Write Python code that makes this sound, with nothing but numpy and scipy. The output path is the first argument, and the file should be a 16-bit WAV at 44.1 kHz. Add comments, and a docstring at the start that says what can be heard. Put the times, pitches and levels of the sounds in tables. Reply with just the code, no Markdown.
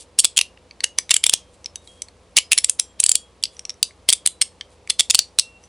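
"""A small room, with a microphone above a desk: a metal slider toy is pushed back and forth in one hand close by.
Its plates scrape briefly (swelling noise), then snap into their detents with short, hand-damped clicks
(bursts of band noise and two decaying sines); now and then a plate sings on (a slowly decaying sine).
Skin rustles on the metal. The loudest clicks overload the recorder.
Early echoes and a short diffuse tail answer, over a faint hum and hiss."""
import sys
import numpy as np
from scipy import signal
from scipy.fft import rfft, irfft, next_fast_len
from scipy.io import wavfile
from scipy.ndimage import map_coordinates

SR = 44100
rng = np.random.default_rng(int(sys.argv[2]) if len(sys.argv) > 2 else 0)


def unload_audio(sound):
    """Save the sound as a 16-bit wav file, at the path given as the first command line argument."""
    columns = np.transpose(np.atleast_2d(sound))
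    # keep every value between -1 and 1, then stretch to whole-number steps
    steps = np.round(np.clip(columns, -1, 1) * 32767)
    wavfile.write(sys.argv[1], SR, steps.astype(np.int16))


N = 250488  # length in samples
MIC_HZ = 11130  # upper limit of the microphone

# colour of the metal body: frequency_hz, level_db
BODY_COLOUR = [(100, -32.5), (800, -28), (1150, -22), (1500, -30), (2100, -5.5), (2700, 5.5), (4500, 7),
               (6500, 6), (8300, 11), (10000, 8), (11000, 5.5)]
# the plate scrapes into a detent and snaps home:
# start_s, level_db, lower_resonance_hz, upper_resonance_hz, brightness_db, scrape_db
DETENT_SNAPS = [(0.1885, -4.5, 5480, 8560, 6, -25), (0.2452, -3, 3508, 7810, 2.5, -22),
                (.3713, -8, 3240, 7020, 1, -22), (0.389, -4.5, 2856, 10610, -6, -21),
                (0.8411, -6, 2816, 6490, 0, -21), (.986, -6, 6095, 9870, -3, -23),
                (1.1078, -4.5, 3580, 7330, -0.5, -18.5), (1.1414, -4.5, 3300, 7700, 6, -23.5),
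                (1.165, -5.5, 3030, 7730, 6.5, -19), (1.2393, -4, 3280, 10860, -1, -19.5),
                (1.2651, -3.5, 3604, 7620, 2, -21.5), (1.295, -5, 3310, 8380, 1.5, -26),
                (1.337, -2, 3430, 8260, -1, -14), (2.3677, -3, 4580, 7510, -.5, -17),
                (2.385, -3.5, 2950, 6640, -3.5, -22), (2.518, -4, 2620, 10560, 0, -18),
                (2.5781, -5.5, 4240, 10060, 1.5, -20), (2.6445, -4.5, 5420, 7770, 7.5, -19),
                (2.696, -4, 6400, 9100, 10.5, -25), (2.7967, -5.5, 5790, 10030, 1.5, -20),
                (3.0012, -4, 5950, 8170, 10, -20), (3.0385, -3, 4540, 7850, 12, -20),
                (3.0627, -5, 4700, 8000, 6.5, -25.5), (3.0924, -2, 4510, 7720, 10, -25.5),
                (3.1163, -3.5, 4830, 7390, 8, -29), (3.1541, -3.5, 4450, 8660, 6.5, -23.5),
                (4.089, -1.5, 3290, 8550, -0.5, -20), (4.1267, -3.5, 3380, 8900, 3.5, -21),
                (4.2612, -4, 4050, 8440, 7.5, -21), (4.4163, -5, 4330, 8510, 2, -29.5),
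                (4.8998, -9, 4230, 8140, -2, -21), (4.997, -11, 4320, 7350, -1.5, -13.5),
                (5.1036, -6, 5020, 6900, 0.5, -28.5), (5.1464, -2, 4470, 8370, 0.5, -22.5),
                (5.1904, -0.5, 4575, 6963, -5, -20), (5.3872, -3, 4052, 8040, -2, -38)]


def amp(db):
    """Decibels to an amplitude ratio."""
    return 10 ** (np.asarray(db) / 20)


def unit(x):
    """Normalise the effective value: scale to rms 1."""
    return x / np.sqrt(np.mean(x ** 2) + 1e-20)


def along(points, hz):
    """Interpolate (frequency_hz, value) points along a logarithmic frequency axis."""
    point_hz, values = np.transpose(points)
    return np.interp(np.log(hz + 1), np.log(point_hz + 1), values)


def filtered(x, response):
    """Linear filtering: the spectrum of x times a response of frequency."""
    n = x.shape[-1]
    padded = next_fast_len(2 * n)
    hz = np.fft.rfftfreq(padded, 1 / SR)
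    return irfft(rfft(x, padded) * response(hz), padded)[..., :n]


def lowpassed(x, limit_hz):
    """Band limitation: a very steep, zero-phase low-pass."""
    return filtered(x, lambda hz: 1 / np.sqrt(1 + (hz / limit_hz) ** 160))


def noise(n, colour, lo_hz=0, hi_hz=SR):
    """Spectral shaping: n samples of white noise, coloured within a band and scaled to rms 1."""
    hz = np.fft.rfftfreq(n, 1 / SR)
    in_band = (hz >= lo_hz) * (hz < hi_hz)
    spectrum = rfft(rng.standard_normal(n)) * amp(along(colour, hz)) * in_band
    return unit(irfft(spectrum, n))


def wobble(rate):
    """Slow random modulation: a smooth curve through random knots, rate of them a second."""
    knots = rng.standard_normal(int(N * rate / SR) + 4)
    return map_coordinates(knots, [np.arange(N) * rate / SR])


def add(track, s, sound):
    """Superposition: mix a sound into a track from time s."""
    i = max(0, round(s * SR))
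    track[i:i + len(sound)] += sound[:max(0, N - i)]


def background(hiss_db=-55.0, drift_rad=0.5):
    """Stationary coloured noise, and hum tones whose phase drifts in proportion to their frequency."""
    # room noise: frequency_hz, level_db
    hiss_colour = [(25, -19.5), (50, -9), (88, -3), (125, -16), (200, -10.5), (370, -10), (510, -7),
                   (700, -13), (1100, -15.5), (1500, -22.5), (2500, -22.5), (5000, -26.5), (11000, -37.5)]
    # mains and a fan: frequency_hz, level_db
    hum_tones = [(60, -62), (84, -63.5), (120, -70.5), (179.5, -69.5), (497, -66)]
    t = np.arange(N) / SR
    lowest_hz = hum_tones[0][0]
    hum = np.zeros(N)
    for hz, db in hum_tones:
        phase = 2 * np.pi * hz * t + drift_rad * hz / lowest_hz * wobble(6.5)
        hum += amp(db) * unit(np.sin(phase))
    return hum + amp(hiss_db) * noise(N, hiss_colour)


def room(x, wet_db=-19, build_s=0.0033):
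    """Diffuse reverberation: convolution with decaying noise, redrawn every 0.2 s."""
    # reverberation time: frequency_hz, t60_s
    reverb_times = [(300, 0.088), (3000, 0.18), (7000, 0.17), (11000, 0.15)]
    out, t = np.zeros(N), np.arange(N) / SR
    step = SR // 5
    for i in range(0, N, step):
        hz, age_s, cells = signal.stft(rng.standard_normal(SR // 3), SR, nperseg=256)
        decay = amp(-60 * age_s / along(reverb_times, hz)[:, None])
        tail = signal.istft(cells * decay, SR, nperseg=256)[1]
        tail *= 1 - np.exp(-(t[:len(tail)] / build_s) ** 2)
        tail /= np.linalg.norm(tail)
        add(out, i / SR, amp(wet_db) * signal.fftconvolve(x[i:i + step], tail))
    return out


def echoes(x):
    """Early reflection: the desk and other near surfaces return delayed, weakened copies."""
    # reflections: delay_s, level_db
    reflections = [(.0062, -32), (.0088, -26.5), (.0105, -31.5), (.0205, -42), (.0235, -34.5)]
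    return filtered(x, lambda hz: sum(amp(db) * np.exp(-2j * np.pi * hz * delay) for delay, db in reflections))


def rubs(grit_db=3, steady_db=-70):
    """Skin friction on metal: a faint irregular rustle that swells when the fingers shift their grip."""
    # shifts of grip: centre_s, half_length_s, level_db
    grip_shifts = [(.005, 0.024, -40), (1.545, .012, -57.5), (1.905, 0.074, -59), (3.55, .049, -61),
                   (4.722, .025, -65), (5.644, 0.019, -60)]
    t = np.arange(N) / SR
    level = amp(steady_db + 1.7 * wobble(5.5))
    for s, half_length, db in grip_shifts:
        level += amp(db) * np.exp(-((t - s) / half_length) ** 2)
    grit = unit(amp(grit_db * wobble(580)))
    return level * noise(N, BODY_COLOUR, 0, MIC_HZ) * grit


def rings(waver_db=3.5, choke_s=.015):
    """Free vibration: a plate the fingers let go sounds a thin, wavering tone until a later snap chokes it."""
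    # tones: start_s, pitch_hz, level_db, rise_s, t60_s
    free_tones = [(0.39, 2807, -38, .003, 0.27), (.841, 2900, -44, .003, 0.4),
                  (1.337, 3214, -41, 0.0033, 0.35), (1.758, 3770, -48, .003, .2),
                  (1.871, 3260, -43.5, 0.0023, 0.46), (2.021, 8560, -56, 0.0031, .15),
                  (2.384, 5050, -44.5, .003, 0.47), (2.525, 2640, -19.5, .003, 0.063),
                  (2.797, 7560, -34, 0.0027, 0.25), (2.797, 3252, -53, 0.0027, .7),
                  (3.156, 3295, -35, 0.0028, 0.27), (3.438, 3400, -43.5, .003, 0.33),
                  (4.133, 3260, -49.5, .003, 0.41), (4.273, 3950, -41, 0.0033, 0.26),
                  (5.191, 4290, -25.5, 0.0023, .15), (5.193, 4620, -24, .003, 0.15),
                  (5.395, 2730, -34.5, 0.027, 0.49), (5.636, 6000, -41.5, .003, .1)]
    out, t = np.zeros(N), np.arange(SR // 2) / SR
    for s, hz, db, rise, t60 in free_tones:
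        later_snaps = [snap[0] - s for snap in DETENT_SNAPS if snap[0] > s + choke_s]
        free_s = min(later_snaps, default=t[-1])
        decay_db = 60 * (t / t60 + np.maximum(t - free_s, 0) / choke_s)
        onset = 1 - np.exp(-t / rise)
        add(out, s, amp(db - decay_db) * onset * np.sin(2 * np.pi * hz * t))
    return out * amp(waver_db * wobble(35))


def slides(swell_db=13, stop_t60_s=0.0025, grit_db=4):
    """Sliding friction: before each snap the scrape grows as the plate speeds up, and dies just after the click."""
    # colour of metal sliding on metal: frequency_hz, level_db
    scrape_colour = [(100, -16.5), (600, -16), (1100, -11), (2200, 3), (5000, 5.5), (8000, -6.5),
                     (11000, 2.5)]
    rest_swell_s = 0.0034  # time to swell by swell_db, from rest
    # softer and longer while the plate keeps moving from detent to detent
    run_gap_s, run_swell_s, run_level_db = .06, 0.0074, -4
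    out, t = np.zeros(N), np.arange(-(SR // 25), SR // 100) / SR  # zero at the click
    gaps = np.diff([snap[0] for snap in DETENT_SNAPS], prepend=0)
    for (s, *_, scrape_db), gap in zip(DETENT_SNAPS, gaps):
        offset_db, swell_s = (run_level_db, run_swell_s) if gap < run_gap_s else (0, rest_swell_s)
        rise_db = swell_db * (np.minimum(t, 0) / swell_s + .5)  # zero halfway through the swell
        stop_db = -60 * np.maximum(t, 0) / stop_t60_s
        add(out, s + t[0], amp(scrape_db + offset_db + rise_db + stop_db) * noise(len(t), scrape_colour))
    return out * unit(amp(grit_db * wobble(730)))


def contacts():
    """Impact excitation: yields start_s, level_db, lower_hz, upper_hz, brightness_db, knock_db of each contact."""
    # the plate chatters as it seats: start_s, level_db, lower_resonance_hz
    chatter_hits = [(0.191, -6.5, 5530), (0.1951, -4, 3360), (.201, -5.5, 4540), (0.2515, -4.5, 3390),
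                    (.364, -24, 3130), (.377, -3.5, 3210), (0.4119, -7, 2750), (1.112, -5, 3640),
                    (1.1156, -8.5, 2760), (2.3707, -8.5, 3720), (2.375, -4, 2780), (2.379, -9, 2270),
                    (2.5226, -6, 2570), (2.5302, -4.5, 2650), (2.585, -5.5, 5440), (4.0941, -6, 3260),
                    (4.1017, -6, 4500), (4.1325, -6.5, 3570), (4.2735, -6.5, 3460), (4.4134, -10.5, 4250),
                    (4.4223, -8, 5220), (4.9037, -9, 3470), (4.9943, -7, 3360), (5.0, -6, 3550),
                    (5.006, -5.5, 3390), (5.0988, -11.5, 4500), (5.108, -5, 3580), (5.1522, -4.5, 4490),
                    (5.395, -3.5, 5240)]
    # the plates tap together without sliding: start_s, level_db, lower_resonance_hz, brightness_db
    plate_taps = [(0.574, -43, 2760, -21), (.7101, -34, 4500, -24), (0.805, -22, 4400, -14),
                  (1.0935, -23.5, 3870, -5), (1.644, -31.5, 5900, -18), (1.659, -20, 5280, -14.5),
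                  (1.7572, -22.5, 6100, -1.5), (1.8744, -37, 3930, -4.5), (2.0197, -19, 6020, -0.5),
                  (2.0848, -38.5, 4360, -7), (3.427, -27.5, 3455, -1), (3.437, -7.5, 4560, -6),
                  (3.454, -18.5, 4790, -15.5), (3.567, -39.5, 5860, -23), (3.5931, -25.5, 5640, -5.5),
                  (3.652, -22.5, 5750, -12), (3.6943, -19, 5510, -12.5), (3.7031, -24, 5600, -15),
                  (3.741, -46, 6050, -11), (3.8283, -2.5, 4730, -2), (3.908, -43, 2140, -15),
                  (4.61, -22.5, 3135, -19.5), (4.8744, -33, 2270, -9), (5.638, -40.5, 5960, -14)]
    # low knock within a click, before pitch and level act on it: time_s, level_db
    knock_levels = [(.19, -32), (.25, -27), (.4, -19), (1.0, -12.5), (1.24, -11.5), (1.3, -30), (1.8, -28),
                    (2.37, -16), (2.6, -13.5), (2.8, -23), (3.1, -28.5), (3.8, -28.5), (4.42, -15.5),
                    (5.0, -20.5), (5.15, -26.5), (5.4, -28)]
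    tap_upper_hz = 7855
    knock_db_per_octave = 0.5  # higher-pitched contacts knock slightly more
    knock_softness = .35  # and so do light ones: dB gained per dB of lost level

    def nearest(s):
        """Proximity in time: the snap closest to s."""
        return min(DETENT_SNAPS, key=lambda snap: abs(snap[0] - s))

    snaps = [snap[:5] for snap in DETENT_SNAPS]
    # chatter takes the upper resonance and brightness of the nearest snap
    chatter = [(s, db, hz, *nearest(s)[3:5]) for s, db, hz in chatter_hits]
    taps = [(s, db, hz, tap_upper_hz, bright_db) for s, db, hz, bright_db in plate_taps]
    for s, db, lower_hz, upper_hz, bright_db in snaps + chatter + taps:
        knock_db = np.interp(s, *np.transpose(knock_levels))
        knock_db += knock_db_per_octave * np.log2(lower_hz / 4000) - knock_softness * db
        yield s, db, lower_hz, upper_hz, bright_db, knock_db


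def clicks(hold_s=.0011, damp_t60_s=0.012, upper_db=-1, mode_t60_s=0.38, purity=0.28):
    """Modal excitation: a contact drives a dense cluster and two single modes; the hand damps all in milliseconds."""
    attack_s, mode_db = .0003, -1  # rise of a click; single modes against the cluster
    # a firm grip stifles the knock; below this knock level the lowest mode of the cluster rises too
    edge_hz, firm_knock_db, edge_hz_per_db = 2300, -22.5, 35
    out, t = np.zeros(N), np.arange(SR // 40) / SR
    hand_damping = amp(-60 * np.maximum(t - hold_s, 0) / damp_t60_s)
    fade = (1 - np.exp(-(t / attack_s) ** 2)) * hand_damping

    def mode(hz):
        """Damped resonance: one decaying sine of random phase."""
        return amp(mode_db - 60 * t / mode_t60_s) * unit(np.sin(2 * np.pi * (hz * t + rng.random())))

    def cluster(lo_hz, hi_hz):
        """High modal density: modes too close to tell apart, as band noise."""
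        return noise(len(t), BODY_COLOUR, lo_hz, hi_hz)

    for s, db, lower_hz, upper_hz, bright_db, knock_db in contacts():
        split_hz = edge_hz + edge_hz_per_db * max(firm_knock_db - knock_db, 0)
        pure_gain = amp(-purity * db)  # light touches ring purer
        knock = unit(fade * cluster(0, split_hz))
        middle = unit(fade * (cluster(split_hz, 6500) + pure_gain * mode(lower_hz)))
        top = unit(fade * (cluster(6500, MIC_HZ) + amp(upper_db) * mode(upper_hz)))
        click = amp(knock_db) * knock + middle + amp(bright_db) * top
        span = SR // 500  # the level is that of the click's energy spread over 2 ms
        add(out, s, amp(db) * click * np.sqrt(span / np.sum(click ** 2)))
    return out


def scene(side_db=-66, width_db=-16, quadrature_db=-33):
    """Mid-side stereo: almost mono, with a little room and noise, and a faint 90-degree-turned toy at the sides."""
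    # noise that differs between the channels: frequency_hz, level_db
    side_colour = [(30, -7.5), (70, 1), (200, -3.5), (500, -6.5), (1500, -9), (4000, -19), (11000, -14)]
    toy = clicks() + slides() + rubs()
    mid = toy + echoes(toy) + room(toy) + rings() + background()
    quadrature = filtered(toy, lambda hz: 1j * amp(quadrature_db))  # turned by 90 degrees
    side = amp(side_db) * noise(N, side_colour) + amp(width_db) * room(toy) + quadrature
    return np.array([mid + side, mid - side])


def record(dry, ceiling=1.065, hardness=9):
    """Saturation: a narrow-band microphone, an input that clips on the loudest clicks, and a band limit."""
    x = lowpassed(dry, MIC_HZ)
    x = x / (1 + np.abs(x / ceiling) ** hardness) ** (1 / hardness)
    return lowpassed(x, 15800)


dry = scene()
out = record(dry)
unload_audio(out)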